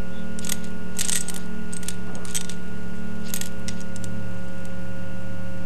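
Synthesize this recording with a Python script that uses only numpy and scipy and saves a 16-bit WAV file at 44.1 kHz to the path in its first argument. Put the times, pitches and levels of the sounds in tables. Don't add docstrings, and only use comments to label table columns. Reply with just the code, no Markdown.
import sys
import numpy as np
from scipy import signal
from scipy.fft import rfft, irfft, next_fast_len
from scipy.io import wavfile
from scipy.ndimage import uniform_filter1d, map_coordinates

SR = 44100
rng = np.random.default_rng(int(sys.argv[2]) if len(sys.argv) > 2 else 0)


def materialize(psi):
    bounded = np.clip(np.atleast_2d(psi).T, -1, 1)
    quanta = np.round(bounded * 32767).astype(np.int16)
    wavfile.write(sys.argv[1], SR, quanta)


N = 249165
TIME = np.arange(N) / SR


def amp(db):
    return 10 ** (np.asarray(db) / 20)


def unit(x):
    return x / np.sqrt(np.mean(x ** 2) + 1e-20)


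def along(points, hz):
    freqs, values = np.transpose(points)
    return np.interp(np.log(hz + 1), np.log(freqs), values)


def wobble(rate):
    return map_coordinates(rng.standard_normal(int(N * rate / SR) + 4), [TIME * rate / SR])


def swell(s, half):
    return np.exp(-.5 * ((TIME - s) / half) ** 2)


def filtered(x, response):
    size = next_fast_len(N + 8192)
    return irfft(rfft(x, size) * response(np.fft.rfftfreq(size, 1 / SR)), size)[:N]


def causal(db):
    cepstrum = irfft(np.log(amp(db)))
    half = len(cepstrum) // 2
    cepstrum[1:half] *= 2
    cepstrum[half + 1:] = 0
    return np.exp(rfft(cepstrum))


def tone(cycles, db, clock):
    return np.sqrt(2) * amp(db) * np.sin(2 * np.pi * (cycles * clock + rng.random()))


def add(out, s, wave):
    part = out[round(s * SR):][:len(wave)]
    part += wave[:len(part)]


# (frequency [Hz], rms level [dB])
BUZZ_PARTIALS = [(59.95, -45.5), (179.85, -37.5), (299.75, -57.5), (659.45, -60), (719.4, -64.5),
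                 (779.35, -60.5), (899.25, -59), (1079.1, -61), (1438.8, -47.5), (1978.4, -83.5),
                 (2757.7, -62)]
# (frequency [Hz], rms level at the crest [dB], time of the dip [s])
BEATING_PARTIALS = [(420.4, -46.5, 5.67), (539.3, -45, 1.96)]
def buzz(flutter=0.0008, beat_s=7.6, dip_db=-14.5):
    clock = TIME + flutter * np.cumsum(wobble(14)) / SR
    beating = sum(tone(hz, db, clock) * np.hypot(np.sin(np.pi * (TIME - dip) / beat_s), amp(dip_db))
                  for hz, db, dip in BEATING_PARTIALS)
    return beating + sum(tone(hz, db, clock) for hz, db in BUZZ_PARTIALS)


# (time [s], base level of orders 1 and 3 [dB], level of order 2 [dB])
MOTOR_LEVELS = [(0.05, -45, -43), (0.19, -49, -37.5), (0.47, -42.5, -38.5), (1.39, -51.5, -44),
                (1.59, -50, -34), (1.91, -41.5, -53), (2.07, -39.5, -40), (2.11, -47, -52),
                (3.16, -41.5, -36), (3.54, -41.5, -44.5), (3.7, -36, -36), (3.82, -46, -43.5),
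                (4.04, -34, -41.5), (4.19, -34.5, -36), (4.26, -33.5, -53), (4.56, -44, -49),
                (4.85, -37, -55), (5.58, -37, -48)]
def drone(start_hz=109.6, sag_from_s=2.1, sag_hz_per_s=1.1, waver=.009, throb_db=0.76):
    speed = start_hz - sag_hz_per_s * np.maximum(TIME - sag_from_s, 0)
    turns = np.cumsum(speed * (1 + waver * wobble(16))) / SR
    times, *columns = np.transpose(MOTOR_LEVELS)
    odd_db, even_db = [np.interp(TIME, times, column) for column in columns]
    orders = [(1, odd_db - .5), (2, even_db), (3, odd_db - 18)]
    return sum(tone(order, db + throb_db * wobble(12), turns) for order, db in orders)


# (frequency [Hz], relative density [dB])
HISS_COLOUR = [(25, -18), (75, 6.5), (140, 6), (200, 8), (270, 1.5), (400, -1.5), (700, -8), (1400, -9),
               (2300, -12.5), (2800, -9.5), (3400, -20.5), (8000, -23), (12500, -27.5), (13100, -59)]
def hiss():
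    return unit(filtered(rng.standard_normal(N), lambda hz: amp(along(HISS_COLOUR, hz))))


# (time [s], half length [s], level [dB], centre [Hz], width [octaves])
ROCK_RUBS = [(.18, .04, -52, 3500, .06), (.51, .04, -47, 700, 1.2), (1.04, .07, -45, 700, 1.2),
             (1.35, .08, -43, 360, 1.3), (2.155, .015, -33.5, 170, .35), (2.15, .06, -46, 490, .55),
             (2.095, .015, -46, 1000, .5), (2.22, .09, -48, 1100, .35), (2.525, .015, -49, 3750, .12),
             (3.272, .018, -49.5, 4700, .2), (3.3, .014, -45, 2750, .06)]
def rubs(rough_db=3):
    out = np.zeros(N)
    for s, half, db, centre, octaves in ROCK_RUBS:
        white = rng.standard_normal(N)
        band = unit(filtered(white, lambda hz: np.exp(-.5 * (np.log2((hz + 1) / centre) / octaves) ** 2)))
        out += band * amp(db + rough_db * wobble(60)) * swell(s, half)
    return out


# (time [s], level [dB], knock tilt [dB], sparkle tilt [dB], piece [name], rebounds [yes/no])
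HARNESS_CONTACTS = [(0.3888, -27, -2.5, -14, "gate", False),
                    (0.4472, -30, -13, -12, "muffled piece", False), (0.4703, -27.5, 7, -10, "nut", False),
                    (0.4926, -20.5, 4.5, -3, "held carabiner", True), (.52, -18.5, 3.5, -3.5, "nut", True),
                    (.969, -33, -7, -12, "nut", False), (.988, -22.5, 3, -6, "free carabiner", False),
                    (.995, -23, -7, -9, "muffled piece", False), (1.0088, -18.5, 3.5, -8, "nut", True),
                    (1.0161, -23, -0.5, -11, "muffled piece", False),
                    (1.0472, -20.5, -5, -23, "held carabiner", True),
                    (1.0747, -36, -4, -22, "muffled piece", False), (1.085, -19, -2, -12, "nut", False),
                    (1.0953, -19, 1, -11, "muffled piece", False),
                    (1.1185, -19, -5, -19, "free carabiner", True),
                    (1.1284, -16.5, 0.5, -17, "free carabiner", True),
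                    (1.1482, -19.5, -7, -22, "free carabiner", False),
                    (1.155, -17.5, 1.5, -6.5, "free carabiner", True),
                    (1.1643, -21.5, -1, -15, "free carabiner", False),
                    (1.1736, -22.5, -1.5, -23, "free carabiner", True),
                    (1.207, -22.5, -20, -18, "free carabiner", True),
                    (1.2845, -21.5, 1, -13, "held carabiner", False), (1.298, -25.5, 3, -3, "gate", False),
                    (1.342, -30.5, -1, -1, "gate", False), (1.3624, -27.5, 4.5, -3.5, "gate", False),
                    (1.377, -36, -8, 2, "gate", False), (1.7338, -24.5, -15, -11, "held carabiner", False),
                    (1.7668, -24, 0, -17, "held carabiner", False),
                    (1.83, -33, 3, -5, "free carabiner", True), (1.8842, -22, 2.5, -7.5, "gate", True),
                    (1.9052, -36.5, 5.5, -16, "muffled piece", False), (2.153, -34.5, 4, -19, "nut", False),
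                    (2.2519, -31, 4.5, -7, "gate", False), (2.309, -31.5, -11, -13, "gate", False),
                    (2.3472, -20.5, 4.5, -6, "long carabiner", False),
                    (2.3553, -18, 1, -9, "long carabiner", False),
                    (2.364, -16.5, 2.5, -13, "long carabiner", False),
                    (2.3736, -25, 9, -22, "long carabiner", False),
                    (2.41, -29, 6, -10, "large chock", False),
                    (2.4465, -34, 3.5, -15, "large chock", False),
                    (2.495, -30.5, 5, -14, "large chock", False),
                    (3.3026, -38.5, 3, -14, "muffled piece", False), (3.3375, -20.5, 3, 0.5, "nut", False),
                    (3.3608, -24, -3, -3, "free carabiner", False), (3.369, -32, 9, -11, "nut", False),
                    (3.4121, -21, 4.5, -4, "small chock", False),
                    (3.4378, -40, 6, 0, "muffled piece", False),
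                    (3.458, -34, 0, -3, "muffled piece", False),
                    (3.4693, -40, 3, -1, "muffled piece", False), (3.6818, -24, 6, -12, "large nut", False),
                    (3.6889, -28, 8, -30, "large nut", False), (3.805, -37, 0, -12, "nut", False),
                    (3.8143, -36.5, -1, -14, "large nut", False),
                    (3.9607, -33, -5.5, -17, "muffled piece", False),
                    (4.0413, -32, -1.5, -11, "muffled piece", False),
                    (4.653, -42, 0, -8, "muffled piece", False)]
def gear(rebound_s=.0028, rebound_db=-6.5):
    out = np.zeros(N)
    for s, db, knock_db, sparkle_db, piece, rebounds in HARNESS_CONTACTS:
        add(out, s, amp(db) * clink(piece, knock_db, sparkle_db))
        if rebounds:
            add(out, s + rebound_s, amp(db + rebound_db) * clink("muffled piece", knock_db, sparkle_db))
    return out


def hardness(knock_db, sparkle_db, hz):
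    return along([(3800, knock_db + 4.5), (5500, 0), (9500, 0), (11000, sparkle_db + 4.5)], hz)


HARNESS_PIECES = {"free carabiner": (-1.5, [(8260, 5.5), (1910, -10)]),
                  "held carabiner": (-14, [(8230, 11)]), "long carabiner": (-5, [(8060, 7.5), (5880, 2.5),
                  (6450, -1), (3110, -11)]), "gate": (-24, [(9160, 3), (8300, -4)]),
                  "nut": (-11, [(6600, 4.5), (11680, -5)]), "large nut": (-17, [(5770, 6), (5200, 1),
                  (6600, 1.5), (2026, -11.5)]), "small chock": (-10, [(7600, 3), (6600, -0.5), (1885, -9.5),
                  (3310, -10)]), "large chock": (-9, [(5830, 0), (3600, -9.5)]),
                  "muffled piece": (-18, [(7400, -7.5)])}
def clink(piece, knock_db, sparkle_db, clack_db=1.5, ping_db=3, ping_t60=0.027, ring_db=-3.5,
          detune=.005, size=8192):
    t = np.arange(size) / SR
    free_db, pings = HARNESS_PIECES[piece]
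    hz, level = np.transpose(pings)[:, :, None]
    pitch = hz * (1 + detune * rng.standard_normal())
    phase = rng.random(hz.shape)
    attack = 1 - np.exp(-t / 0.00018)
    fading = amp(level + hardness(knock_db, sparkle_db, hz) - 60 * t / ping_t60) * attack
    ping = (fading * np.sin(2 * np.pi * (pitch * t + phase))).sum(0)
    blow = amp(clack_db) * clack(knock_db, sparkle_db) + amp(ping_db) * ping
    blow /= np.hypot(1, np.linalg.norm(amp(level)))
    ring_hz = np.array(CARABINER_MODES)[:, :1]
    return blow + amp(ring_db + free_db) * ring(hardness(knock_db, sparkle_db, ring_hz))


# (frequency [Hz], relative density [dB])
CLACK_COLOUR = [(300, -18), (1100, -11.5), (1550, -12), (1950, -4.5), (2400, -7.5), (3300, -3),
                (4000, -4.5), (5000, -0.5), (6000, 2.5), (8000, 7), (9300, 2), (10500, -2), (12000, 2),
                (14000, -25)]
def clack(knock_db, sparkle_db, rise_s=0.00024, t60=.012, chatter_db=-20, chatter_t60=.055,
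          variety=0.024, size=8192):
    t, hz = np.arange(size) / SR, np.fft.rfftfreq(size, 1 / SR)
    fading = (amp(-60 * t / t60) + amp(chatter_db - 60 * t / chatter_t60)) * (1 - np.exp(-t / rise_s))
    burst = rfft(rng.standard_normal(size) * fading)
    burst /= np.sqrt(np.abs(uniform_filter1d(np.abs(burst) ** 2, size=300)) + 1e-12)
    colour = along(CLACK_COLOUR, hz * np.exp(variety * rng.standard_normal()))
    wave = irfft(burst * causal(colour + hardness(knock_db, sparkle_db, hz)))
    treble_onset = irfft(rfft(wave) * ((hz > 5000) & (hz < 10000)))[:150]
    return wave / np.std(treble_onset)


# (frequency [Hz], relative level [dB], t60 [s])
CARABINER_MODES = [(1920, -18, .035), (3250, -15, .04), (3620, -21, .13), (5830, -15, .06),
                   (6540, -10, .08), (8100, -3, .12), (8300, -7, .07), (9170, -11, .07), (11650, -5, .07),
                   (13260, -10, .06)]
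def ring(tilt_db, scatter_db=1.5, detune=0.0073, size=8192):
    t = np.arange(size) / SR
    hz, level, t60 = np.transpose(CARABINER_MODES)[:, :, None]
    strength, pitch, phase = rng.standard_normal((3, len(CARABINER_MODES), 1))
    attack = 1 - np.exp(-t / 0.00015)
    fading = amp(level + tilt_db + scatter_db * strength - 60 * t / t60) * attack
    return (fading * np.sin(2 * np.pi * (hz * (1 + detune * pitch) * t + phase))).sum(0)


# (time [s], half length [s], strength [dB])
GEAR_SLIDES = [(0.435, .012, -35.5), (0.536, 0.019, -46), (0.647, 0.019, -47), (1.037, 0.017, -34.5),
               (1.146, 0.095, -40), (1.398, 0.036, -48.5), (1.738, 0.023, -49), (1.893, 0.03, -44),
               (2.299, 0.022, -42), (2.38, .022, -43), (2.512, 0.023, -45), (2.953, .25, -68),
               (3.276, 0.019, -43.5), (3.365, 0.018, -38), (3.453, .022, -45), (3.705, .018, -46.5),
               (3.787, .02, -48.5), (4.45, 0.22, -66)]
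def sliding(rest_db=-67.5):
    return amp(rest_db) + sum(amp(db) * swell(s, half) for s, half, db in GEAR_SLIDES)


# (frequency [Hz], relative density [dB])
SLING_COLOUR = [(1000, -34), (1800, -3), (2750, 8), (3600, 4.5), (5000, 4), (5800, -8), (6700, 2),
                (8200, -15), (9300, -12), (10500, -20), (11700, -17), (13500, -37)]
def slings(ticks_per_s=1500, smooth=0.58, slide_db=-4.0, jingle_db=-6):
    ticks = (rng.random(N) < ticks_per_s / SR) * rng.uniform(-1, 1, N)
    friction = unit(ticks) + smooth * rng.standard_normal(N)
    grains = unit(filtered(friction, lambda hz: amp(along(SLING_COLOUR, hz))))
    rustle = amp(slide_db) * sliding() * grains
    jingle = unit(signal.fftconvolve(rustle, ring(0))[:N]) * np.std(rustle)
    return rustle + amp(jingle_db) * jingle


def touches(per_s=45, touch_db=0.5, spread_db=6, knock_db=1, sparkle_db=-12):
    out, slide = np.zeros(N), sliding()
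    count = int(per_s * N / SR)
    for place, strength in rng.random((count, 2)):
        gain = slide[int(place * N)] * amp(touch_db + spread_db * (2 * strength - 1))
        add(out, place * N / SR, gain * clink("muffled piece", knock_db, sparkle_db))
    return out


# (frequency [Hz], t60 [s])
ROOF_DECAY = [(300, 0.48), (3000, 0.69), (8000, 0.26), (14000, 0.27)]
def roof(x, delay_samples=500):
    hz, t, spectra = signal.stft(rng.standard_normal(SR // 2), SR, nperseg=256)
    fading = amp(-60 * t / along(ROOF_DECAY, hz)[:, None])
    tail = signal.istft(spectra * fading, SR, nperseg=256)[1]
    return signal.fftconvolve(np.pad(x, (delay_samples, 0)), tail / np.linalg.norm(tail))[:N]


def scene(roof_db=-20, hiss_db=-43):
    camera = buzz() + drone() + amp(hiss_db) * hiss()
    climber = gear() + slings() + rubs() + touches()
    return (camera + climber + amp(roof_db) * roof(climber))[None]


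def record(dry):
    ceiling, top_hz, offset = .48, 14250, .1408
    rounded = dry[0] / (1 + (dry[0] / ceiling) ** 4) ** (1 / 4)
    return filtered(rounded, lambda hz: 1 / np.sqrt(1 + (hz / top_hz) ** 100))[None] + offset


dry = scene()
out = record(dry)
materialize(out)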